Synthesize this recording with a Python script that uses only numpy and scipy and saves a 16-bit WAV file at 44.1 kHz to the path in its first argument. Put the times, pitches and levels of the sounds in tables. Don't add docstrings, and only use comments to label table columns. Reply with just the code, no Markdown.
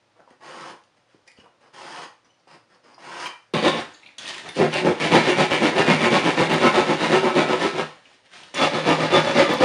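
import sys
import numpy as np
from scipy import signal
from scipy.fft import rfft, irfft
from scipy.io import wavfile
from scipy.ndimage import uniform_filter1d

SR = 44100
rng = np.random.default_rng(int(sys.argv[2]) if len(sys.argv) > 2 else 0)


def amplitude_ratio(level_db):
    exponent = np.asarray(level_db, float) / 20
    return 10 ** exponent


def bounce(signal):
    frames = np.transpose(np.atleast_2d(signal))
    limited = np.clip(frames, -1, 1)
    pcm = np.round(limited * 32767).astype(np.int16)
    wavfile.write(sys.argv[1], SR, pcm)


N = 425124
T = np.arange(N) / SR

CUTS_S = [
    3.537,
    4.181,
    8.539,
]
# time_s, peak_db
SEAMS = [
    (3.2695, -43),
    (3.5359, -53),
    (5.5363, -38),
    (6.536, -33),
    (7.5363, -47),
    (9.5376, -32),
]
# hz, level_db_per_hz
AIR_TONE = [(15, -26), (28, -12), (48, -7), (70, -15), (112, 2.5), (173, -6), (343, -2), (410, -7),
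            (503, -0.5), (4960, -15), (9140, -27), (10900, -46.5), (14200, -78), (22000, -120)]
# hz, t60_s
ROOM_T60 = [(150, 0.15), (1000, 0.35), (7000, 0.33)]
# time_s, peak_db, pitch_hz
KNOCKS = [(0.1916, -37, 630), (.2755, -34.5, 720), (0.31, -35.5, 343), (.979, -48, 520), (1.146, -42, 313),
          (1.387, -37.5, 346), (1.441, -44, 620), (1.459, -36, 940), (1.735, -46, 885), (2.473, -39.5, 507),
          (2.98, -34, 830), (3.537, -10, 367), (4.596, -12, 295), (4.844, -25, 420), (5.124, -3, 586),
          (8.115, -47, 550)]
# time_s, peak_db, pitch_hz
TICKS = [(.3062, -45, 1950), (1.3194, -53, 2000), (1.3753, -44, 2750), (1.4, -43, 2700),
         (1.6102, -67, 2040), (2.4758, -50, 2820), (2.8464, -60, 2100), (3.021, -42, 1920),
         (4.032, -35, 2410), (4.062, -31.5, 2580), (4.0894, -36, 2320), (4.256, -20.5, 2920),
         (4.279, -26, 3220), (4.2894, -31, 3130), (4.344, -24, 2270), (4.3807, -24, 2120),
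         (4.4677, -38, 3110), (4.4907, -27, 2110), (8.0541, -37.5, 2660)]
# time_s, peak_db, pitch_hz
SHIMMER = [(.2129, -68, 4940), (.3032, -58, 4760), (.838, -54, 4370), (1.0994, -63, 3650),
           (1.1494, -59, 4850), (1.279, -49, 3600), (1.279, -45, 5000), (1.3164, -55, 3910),
           (1.3768, -53, 4750), (1.3982, -47, 4700), (2.2468, -46, 5400), (2.3094, -60, 5990),
           (2.3974, -54, 5230), (2.7467, -49, 4960), (2.9442, -42, 5080), (3.9454, -34, 3940),
           (4.061, -34, 3600), (4.072, -39, 3920), (4.183, -27, 3790), (4.2762, -24, 3760),
           (8.4322, -34, 3500), (8.545, -41, 3642), (8.566, -34, 3860)]
# time_s, peak_db, pitch_hz, t60_s, pitch_spread_share
GLINTS = [(2.29, -55, 2950, 0.21, 0.047), (2.305, -60, 5950, 0.18, 0.039), (3.938, -40, 6800, 0.096, 0.085),
          (4.183, -26, 6460, 0.051, 0.15), (8.544, -21, 7320, 0.061, 0.31),
          (1.2775, -36, 2190, 0.076, 0.15), (1.3, -37, 2160, 0.07, 0.13), (1.275, -43, 4830, .06, .04),
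          (1.275, -45, 5760, .05, .04), (1.368, -50, 4800, .08, .05), (1.4, -49, 2900, 0.11, 0.022),
          (3.258, -22, 3120, 0.062, 0.036), (3.261, -23, 2400, .06, 0.028), (4.185, -25, 3340, 0.08, 0.05),
          (4.256, -26, 1880, .1, 0.028), (4.287, -34, 3340, 0.091, 0.026), (4.49, -25, 3500, .04, 0.037),
          (8.615, -22, 3410, .06, 0.017), (9.125, -32, 3437, .12, 0.019)]
# time_s, peak_db
SNAPS = [(0.305, -44), (0.61, -32), (.6994, -42), (.8375, -45), (1.278, -37), (1.3164, -43), (2.7467, -52),
         (2.9158, -52), (2.9437, -50), (4.184, -21.5), (4.277, -24), (4.344, -33), (4.38, -23),
         (4.489, -22), (7.7982, -33), (8.4346, -31), (8.5447, -33)]
# time_s, peak_db
MORE_SNAPS = [(.2135, -50), (1.443, -52), (3.262, -30), (4.278, -4.5), (4.288, -4), (4.2935, -1), (4.299, -9),
              (4.306, -16), (4.345, -10), (4.381, -12), (4.491, -17), (4.554, -12), (4.739, 1), (5.013, -18),
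              (5.39, -20), (5.662, -18), (5.786, -18), (5.876, -15), (6.104, -17), (6.677, -17), (6.769, -12),
              (7.514, -19), (8.054, -41), (8.638, -15)]
# touch_s, lift_s, touch_db, lift_db, hiss_over_board_db
PENCIL_RUBS = [(.408, .42, -54, -51, -7), (.426, .71, -47.5, -41, -5), (1.735, 2.04, -58, -41, -1),
               (2.98, 3.2, -74, -40, -0.5), (3.2, 3.27, -41, -38.5, 2.5), (.16, .18, -65, -60, -10),
               (.205, .225, -43.5, -59, -20), (.285, .33, -61, -58, -8.5), (.97, .98, -66, -68, 1),
               (1.09, 1.15, -76, -74, 7), (1.272, 1.285, -59, -62, 0), (1.37, 1.41, -71, -61.5, 1),
               (1.445, 1.47, -49, -58, -13), (1.612, 1.68, -58, -57.5, -6), (2.245, 2.265, -76, -61, -3),
               (2.473, 2.55, -69, -47, -5.5), (2.7, 2.76, -60, -58, -6.5), (2.843, 2.94, -53, -54.5, -6.5),
               (3.4, 3.49, -78, -78, 8)]
# hz, level_db_per_hz
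PENCIL_TONE = [(24, -76), (40, -46), (160, -9.5), (287, -9.5), (355, -4), (418, -12.5), (505, -7.5),
               (1020, -6.5), (1830, -6.5), (2670, -14), (4800, -19.5), (9050, -25), (10900, -47),
               (14200, -67), (22000, -120)]
# hz, width_hz, level_db
PENCIL_RING = [(490, 79, 5), (900, 280, 2), (2950, 740, 6), (5000, 970, 8), (6460, 600, 3)]
# (hz, width_hz, level_db)
LINES_DRAWN = [
    (0, .39, [(740, 200, 3)]),
    (.95, 1.708, [(520, 150, 7)]),
    (2.2, 2.968, [(5000, 370, 4), (754, 200, -3)]),
    (.39, .95, [(845, 39, 2), (1080, 60, 6), (1880, 55, 0), (2770, 130, -3)]),
    (1.71, 2.2, [(850, 61, 6), (1030, 79, 5.5), (1620, 67, -4.5), (1850, 59, 3), (2740, 81, -1), (3230, 89, 6)]),
    (2.965, 4.76, [(980, 270, 6.5), (1570, 91, 3.5), (1890, 70, 6), (2300, 230, 3), (3120, 98, -4)]),
]
# touch_s, lift_s, touch_db, lift_db, hiss_over_board_db
BLADE_RUBS = [(3.8, 3.9, -27.5, -49, -6.5), (3.92, 4.014, -54, -59.5, 2.5), (4.03, 4.1, -56, -58.5, 1.5),
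              (4.12, 4.165, -64, -64, -2), (4.184, 4.31, -48.5, -39.5, 6), (4.33, 4.4, -44.5, -43, 4.5),
              (4.452, 4.5, -37.5, -38.5, -3.5), (4.553, 4.58, -45.5, -35.5, 5.5),
              (7.87, 8.02, -44, -57.5, -2), (8.05, 8.15, -59, -59, 3.5), (8.184, 8.19, -69, -59.5, -0.5),
              (8.26, 8.262, -60, -59, 5.5), (8.335, 8.386, -48, -50, 5.5), (8.4, 8.53, -48, -55, 1.5)]
# hz, level_db_per_hz
BLADE_TONE = [(24, -60), (40, -29), (160, -16), (372, -12), (428, -18), (595, -12.5), (1170, -14),
              (1830, -6.5), (3220, -5), (9050, -22.5), (10900, -46.5), (14200, -52), (22000, -120)]
# hz, width_hz, level_db
BLADE_RING = [(1830, 100, 4), (2530, 314, -2), (3340, 99, -2)]
# time_s, peak_db
JOLTS = [(3.5763, -18), (3.657, -14), (3.669, -16), (4.6014, -14), (4.878, -11), (5.05, -6), (5.064, -18),
         (5.132, -10), (5.174, -11), (5.4123, -8), (5.511, -6), (5.8923, -5), (5.9, -4), (6.1607, -12),
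         (6.4055, -17), (6.4225, -2), (6.434, -17), (6.5238, -8), (6.5637, -18), (6.6343, -10),
         (6.6419, -10.5), (6.681, -7), (6.8015, -1), (6.901, -8), (7.062, -16), (7.3795, -11.5),
         (7.6507, -7), (8.64, -10.5), (9.049, -17), (9.1071, -7), (9.256, -13), (9.293, -15), (9.3157, -15),
         (9.3976, -13), (9.6259, -14)]
# time_s, pitch_hz, peak_db
MOANS = [(3.563, 213, -17), (3.675, 791, -22.5), (3.671, 1045, -24), (3.68, 1830, -24), (4.627, 730, -20.5),
         (4.89, 496.7, -17), (5.154, 960, -18.5), (5.167, 240.3, -15.5), (5.307, 370.6, -17),
         (5.404, 170.2, -19), (5.788, 392, -17.5), (5.793, 808, -23), (5.886, 2450, -25),
         (5.909, 236, -13.5), (6.06, 2270, -26), (6.16, 1100, -17.5), (6.171, 393, -21),
         (6.424, 156.2, -22.5), (6.532, 850, -23), (6.653, 541, -23), (6.663, 1299, -18),
         (6.671, 1036, -17), (6.67, 2210, -24), (6.908, 366, -20), (7.152, 365.3, -15.5),
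         (7.152, 890.5, -25), (7.268, 1050, -23.5), (7.274, 889, -23.5), (7.384, 858, -32),
         (7.396, 578, -24), (7.4, 359.4, -17), (7.652, 365.5, -21), (8.632, 827.6, -23), (8.631, 1305, -23),
         (8.631, 3367, -28), (8.649, 563.6, -24), (8.648, 1175, -27), (8.897, 1055, -24),
         (8.904, 169.7, -27), (8.911, 883, -19.5), (9.136, 536.7, -23), (9.154, 3497, -23.5),
         (9.166, 1204, -21.5), (9.172, 884, -19.5), (9.382, 258, -18), (9.387, 858, -22), (9.398, 540, -13),
         (9.398, 2046, -23), (9.44, 1200, -23), (9.642, 280, -19), (9.642, 528.5, -12), (9.642, 763, -17.5)]
# hz, level_db_per_hz
SAW_TONE = [(30, -78), (70, -14), (120, -13), (300, -7.5), (700, -16), (1150, -20.5), (1500, -21.5),
            (2400, -18.5), (4000, -25), (9000, -41), (11000, -60), (14000, -68)]
# hz, width_hz, level_db
BOARD_MODES = [(157.2, 16.7, 11.5), (229.3, 7.4, 8.5), (258, 6, -0.5), (342, 63, 2.5), (370, 36, 6),
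               (498.4, 29, 6), (550, 60, 5.5), (598.6, 41, 6), (747, 99, 4.5), (863, 47, 6.5), (944, 55, 1),
               (1002, 97, 5), (1047, 15, 5), (1144, 23, 4.5), (1300, 55, 7.5), (1451, 16, 10),
               (1630, 22, 6.5), (1786, 63, 8.5), (1957, 42, 6), (2137, 60, 5.5), (2040, 17, -8),
               (2310, 66, 6), (2770, 29, 9), (3003, 88, 4), (3443, 51, 6), (3790, 61, 6), (4760, 43, 3)]
# (hz, width_hz, level_db)
KERFS = [
    (3.5, 4.2, [(168, 81, -1), (516, 56, 6.5), (703.8, 240, 0.5), (1079, 92, 11), (2950, 380, 2), (3670, 300, 6), (4600, 160, 6)]),
    (4.2, 6.474, [(207, 41, 0), (367, 49, 1), (2190, 310, 1)]),
    (6.472, 7.1, [(366, 45, 3), (1040, 140, 0), (1300, 90, 2.5), (2360, 270, -1)]),
    (7.097, 8.5, [(214, 57, 0), (368, 59, 4.5), (1040, 140, 1), (1300, 53, 6.5), (2310, 270, -1.2)]),
    (8.503, 9.7, [(216, 92, -3), (540, 88, 2.5), (1210, 64, 12), (1726, 72, 4.5), (3457, 60, 8), (5000, 3000, 2.5), (388, 70, -3.5), (5795, 293, 0.5)]),
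]
# top_speed_s, thump_db, grit_over_thump_db
PUSHES = [(3.675, -17.5, -2), (4.617, -14.5, -11.5), (4.876, -13.5, -11), (5.15, -13, -3.5),
          (5.411, -17.5, -0.5), (5.654, -15, -4), (5.904, -14.5, -3.5), (6.149, -15, -3),
          (6.415, -17.5, -2.5), (6.656, -15.5, -3), (6.907, -19, -4), (7.145, -16.5, -2.5),
          (7.392, -18, -3), (7.637, -23.5, 2), (8.626, -16, -1), (8.901, -14.5, -6.5), (9.159, -13.5, -5.5),
          (9.399, -12.5, -6), (9.642, -15, -4)]
# top_speed_s, thump_db, grit_over_thump_db
PULLS = [(3.556, -22.5, -1.5), (3.767, -27.5, -2), (4.774, -27, 4.5), (5.05, -22.5, 1.6),
         (5.297, -19, -0.5), (5.541, -20, -0.5), (5.79, -17, -2.5), (6.054, -19, 0), (6.279, -18.5, -2),
         (6.533, -19, -2.5), (6.785, -19, -1.5), (7.043, -22.5, 1), (7.265, -20.5, -4.5),
         (7.525, -22, -2.5), (7.795, -23.5, -2.5), (8.595, -27.5, 5.5), (8.765, -23.5, -2),
         (9.045, -17.5, -4), (9.288, -22, -3), (9.517, -19.5, -5.5)]
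# bite_s, depth_db, hang_s
STALLS = [(4.729, 4.5, 0.055), (4.845, 7, .015), (4.998, 8, 0.088), (5.122, -1, 0.0088), (5.501, 10, 0.031),
          (5.755, 5, 0.024), (6.0, 1.5, 0.022), (6.24, 2, 0.018), (6.87, -2, .02), (7.11, -2, 0.017),
          (7.35, 3, 0.017), (5.361, 4, 0.03), (5.607, 1.5, 0.014), (5.78, 4, 0.067), (5.864, 3.5, .015),
          (6.101, 5, 0.023), (6.495, 7, 0.018), (6.617, -2, 0.022), (6.764, -3.5, .02), (7.0, 1, 0.018),
          (7.469, 1, 0.023), (7.782, 5, 0.049), (8.734, 4, 0.12), (9.102, 7.5, 0.078), (9.256, -3.5, 0.019),
          (9.362, -3, 0.022), (9.491, 5, .02), (9.604, 8, 0.01)]
LEAD_S = [
    [0.0071],
    [0.0009],
    [0],
]
STALL_SHARE = [
    [0.91],
    [0.81],
    [0.99],
]

# rise_s, fall_s, rattle_over_thump_db
PUSH_ARM, PULL_ARM = (.047, .048, -5), (.054, .053, -5)
# landing_db_per_s, lifting_db_per_s, hiss_lifting_db_per_s, pressure_bend
PENCIL_HAND, BLADE_HAND = (1500, 310, 540, 0.2), (500, 570, 270, 0.63)
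# t60_s, pitch_spread_share
KNOCK, TICK, DUST = (0.036, 0.46), (0.047, 0.161), (0.032, 0.177)
# pitch_hz, t60_s, pitch_spread_share
SNAP = (5100, 0.018, .68)


def evened(x):
    return x / np.sqrt(np.mean(x ** 2) + 1e-20)


def smooth_twice(x, size):
    return uniform_filter1d(uniform_filter1d(x, size=size), size=size)


def read(points, hz):
    f, value = np.transpose(points)
    return np.interp(np.log(hz + 1), np.log(f + 1), value)


def coloured(x, points, peaks=()):
    hz = abs(np.fft.fftfreq(8192, 1 / SR))
    db = read(points, hz) + sum(d / (1 + (2 * (hz - f) / w) ** 2) for f, w, d in peaks)
    log_gain = np.log(amplitude_ratio(np.maximum(db, -100)))
    fir = np.fft.ifft(np.exp(np.conj(signal.hilbert(log_gain)))).real[:4096]
    return signal.oaconvolve(x, fir)[:N]


def split(x, *edges_hz):
    z, hz = rfft(x), np.fft.rfftfreq(len(x), 1 / SR)
    below = [0] + [1 / (1 + (hz / e) ** 6) for e in edges_hz] + [1]
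    return [evened(irfft(z * (b - a), len(x))) for a, b in zip(below, below[1:])]


def by_span(x, tone, spans):
    return sum(coloured(x * (T >= a) * (T < b), tone, peaks) for a, b, peaks in spans)


def grains(per_s, spread_db):
    u = rng.random(N)
    size = np.minimum(rng.exponential(1, N), 4)
    sign = rng.choice([-1., 1.], N)
    return evened((u < per_s / SR) * amplitude_ratio(spread_db * size) * sign)


def shifting(x, depth_db):
    z = signal.stft(x, nperseg=512)[2]
    patches = uniform_filter1d(rng.standard_normal(z.shape), size=5, axis=0)
    patches = uniform_filter1d(patches, size=12, axis=1)
    return signal.istft(z * amplitude_ratio(depth_db * evened(patches)), nperseg=512)[1][:N]


def air():
    return amplitude_ratio(-63) * evened(coloured(rng.standard_normal(N), AIR_TONE))


def echoes():
    pulses, at = np.zeros(SR // 2), np.arange(150, SR // 2 - 20, 20)
    pulses[at + rng.integers(0, 20, len(at))] = rng.choice([-1., 1.], len(at))
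    hz, t, z = signal.stft(pulses, SR, nperseg=256)
    decay = amplitude_ratio(-60 * t / read(ROOM_T60, hz)[:, None])
    tail = signal.istft(z * decay, SR, nperseg=256)[1]
    return tail / np.linalg.norm(tail)


def room(x, wet_db):
    turns_per_s = 3.1
    turns = np.sqrt(2 / 3) * np.cos(np.pi * (turns_per_s * T + np.arange(3)[:, None] / 3))
    wet = amplitude_ratio(wet_db) * sum(signal.oaconvolve(x * turn, echoes())[:N] for turn in turns)
    return (x + wet) / np.sqrt(1 + amplitude_ratio(wet_db) ** 2)


def taps(rows, gain_db, rise_s, snap):
    out, t = np.zeros(N), np.arange(4000) / SR
    draws = rng.uniform(-0.974, 1, (len(rows), 2, 16))
    noises = rng.standard_normal((len(rows), len(t)))
    for (s, db, hz, t60_s, spread), z, noise in zip(rows, draws, noises):
        mode_hz = hz * np.exp(spread * z[0])[:, None]
        modes = np.sin(2 * np.pi * mode_hz * t + np.pi * z[1][:, None])
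        ring = (modes / (1 + (mode_hz / 7500) ** 4)).sum(0) / 4
        ring = amplitude_ratio(-60 * t / max(t60_s, .005)) * ring * (1 - np.exp(-t / rise_s))
        ring += snap * noise * np.exp(-t / 0.00068)
        part = out[round(s * SR):][:len(t)]
        part += amplitude_ratio(db + gain_db) * ring[:len(part)]
    return out


def small_taps():
    out = taps([r + KNOCK for r in KNOCKS], -2.0, 0.00024, .05)
    out += taps([r + TICK for r in TICKS], -1.3, 0.00071, 0.041)
    out += taps([r + DUST for r in SHIMMER] + GLINTS, -1.2, 0.00058, 0.14)
    return out + taps([r + SNAP for r in SNAPS], 0.0, .0002, 0.087)


def more_snaps():
    return taps([r + SNAP for r in MORE_SNAPS], -19.5, 0.00024, .28)


def pressure(rows, hand):
    landing, lifting, hiss_lifting, bend = hand
    power = np.zeros((2, N))
    for touch, lift, touch_db, lift_db, hiss_db in rows:
        near = slice(round((touch - .12) * SR), round((lift + .3) * SR))
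        t = T[near]
        progress = np.clip((t - touch) / max(lift - touch, 1e-3), 0, 1)
        db = touch_db + (lift_db - touch_db) * progress ** bend
        db = db - landing * np.maximum(touch - t, 0)
        db = db - np.outer([lifting, hiss_lifting], np.maximum(t - lift, 0))
        uncut = ~np.any([(t < c) ^ (touch < c) for c in CUTS_S], axis=0)
        power[:, near] += uncut * amplitude_ratio(db + [[0], [hiss_db]]) ** 2
    return np.sqrt(power)


def rub(rows, hand, tone, spans, per_s, spread_db):
    bands = split(by_span(grains(per_s, spread_db), tone, spans), 1320)
    return shifting((pressure(rows, hand) * bands).sum(0), 1.13)


def pencil():
    spans = [(a, b, PENCIL_RING + peaks) for a, b, peaks in LINES_DRAWN]
    return rub(PENCIL_RUBS, PENCIL_HAND, PENCIL_TONE, spans, 4500, 2.3)


def blade():
    return rub(BLADE_RUBS, BLADE_HAND, BLADE_TONE, [(0.0048, 10, BLADE_RING)], 3500, 2.4)


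def jolts():
    dent_hz, in_s, out_s = 420, 0.00018, 0.00046
    t, (s, db) = np.arange(-200, 600) / SR, np.transpose(JOLTS)
    dent = -np.cos(2 * np.pi * dent_hz * t) * np.exp(-abs(t) / np.where(t < 0, in_s, out_s))
    dent = signal.sosfilt(signal.butter(2, 110, "high", fs=SR, output="sos"), dent)
    train = np.zeros(N)
    train[np.round(s * SR).astype(int) - 200] = amplitude_ratio(db)
    return signal.oaconvolve(train, dent)[:N]


def moans():
    swell_s, wander_hz, flutter_db, gain_db = 0.025, 27.1, 1, 1
    out, t = np.zeros(N), np.arange(-4000, 4000) / SR
    for (s, hz, db), z in zip(MOANS, rng.standard_normal((len(MOANS), len(t)))):
        pitch_hz = hz + wander_hz * evened(smooth_twice(z, 500))
        level_db = db + flutter_db * evened(smooth_twice(z[::-1], 200))
        level_db = level_db + gain_db - 9.6 * (t / swell_s) ** 2 / 2
        moan = amplitude_ratio(level_db) * np.sin(2 * np.pi * np.cumsum(pitch_hz) / SR)
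        part = out[round(s * SR) - 4000:][:len(t)]
        part += moan[:len(part)]
    return out * (T > CUTS_S[0])


def strokes():
    rattle_per_grit, rattle_db_per_s = 0.53, 1.02
    beat_s, stretch, rest_s = .125, .3, .085
    power, speed = np.zeros((3, N)), np.zeros(N)
    tops = [r[0] for r in PUSHES + PULLS]
    rows = [r + PUSH_ARM for r in PUSHES] + [r + PULL_ARM for r in PULLS]
    for s, db, grit_db, rise, fall, rattle_db in rows:
        kerf_age_s = s - max(c for c in CUTS_S if c < s)
        rattle_db += rattle_per_grit * grit_db + rattle_db_per_s * kerf_age_s
        before, after = (min([abs(p - s) for p in tops if 0 < side * (p - s) < 2 * beat_s] or [rest_s])
                         for side in (-1, 1))
        rise, fall = rise + stretch * (before - beat_s), fall + stretch * (after - beat_s)
        start = max(c for c in CUTS_S + [s - .2] if c < s)
        near = slice(round(start * SR), round((s + 0.28) * SR))
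        away = T[near] + LEAD_S - s
        away = away / np.where(away < 0, rise, fall)
        depth_db = np.array([[10.5], [11.], [8.]]) * away ** 2
        power[:, near] += amplitude_ratio(db + np.array([[0], [rattle_db], [grit_db]]) - depth_db) ** 2
        speed[near] = np.maximum(speed[near], np.exp(-away[2] ** 2))
    for s, db, hang in STALLS:
        near = slice(round((s - .2) * SR), round(s * SR))
        stall = np.exp(-((s - T[near]) / hang) ** 2)
        power[:, near] /= amplitude_ratio(db * np.array(STALL_SHARE) * stall) ** 2
    return np.sqrt(power), speed


def saw():
    gains, speed = strokes()
    jitter_db = 4. * evened(uniform_filter1d(rng.standard_normal(N), size=300))
    turns = np.cumsum((90 + 170 * speed) * amplitude_ratio(jitter_db)) / SR
    teeth = np.diff(np.floor(turns), prepend=0) * amplitude_ratio(2.42 * rng.standard_normal(N))
    teeth = smooth_twice(teeth, 24)
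    crumbs = grains(6000, 1.5) * (.5 + np.exp(-(turns % 1) / .3))
    cut = evened(crumbs) - 2.58 * teeth / teeth.max()
    bands = split(coloured(cut, SAW_TONE), 765, 1654)
    bite = shifting((gains * bands).sum(0), 0.71)
    spans = [(a, b, BOARD_MODES + peaks) for a, b, peaks in KERFS]
    rung = by_span(bite, [(40, -50.0), (75, -23.0), (115, -8.0)], spans)
    return np.std(bite) * evened(rung)


def scene():
    hands = pencil() + blade()
    sawing = saw() + moans() + amplitude_ratio(-3.0) * jolts()
    out = air() + room(more_snaps(), -19.0) + room(small_taps(), -2.0) + room(hands, -2.4)
    return (out + amplitude_ratio(0.28) * room(sawing, -4.5))[None]


def low_pass(x):
    return signal.sosfilt(signal.butter(12, 15570, fs=SR, output="sos"), x)


def record(dry):
    hz = [0, 7300, 7900, 8500, 10600, 11300, SR / 2]
    gain_db = np.array([-1.5, -2.0, -5.5, -1.0, 5.5, -75, -80])
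    mic = signal.firwin2(511, hz, amplitude_ratio(gain_db), fs=SR)
    out = signal.oaconvolve(1.22 * np.tanh(dry / 1.272), mic[None], "same")
    out = signal.sosfilt(signal.butter(2, 55, "high", fs=SR, output="sos"), out)
    s, db = np.transpose(SEAMS)
    out[:, np.round(s * SR).astype(int)] += amplitude_ratio(db + 16.)
    return low_pass(out)


dry = scene()
out = record(dry)
bounce(out)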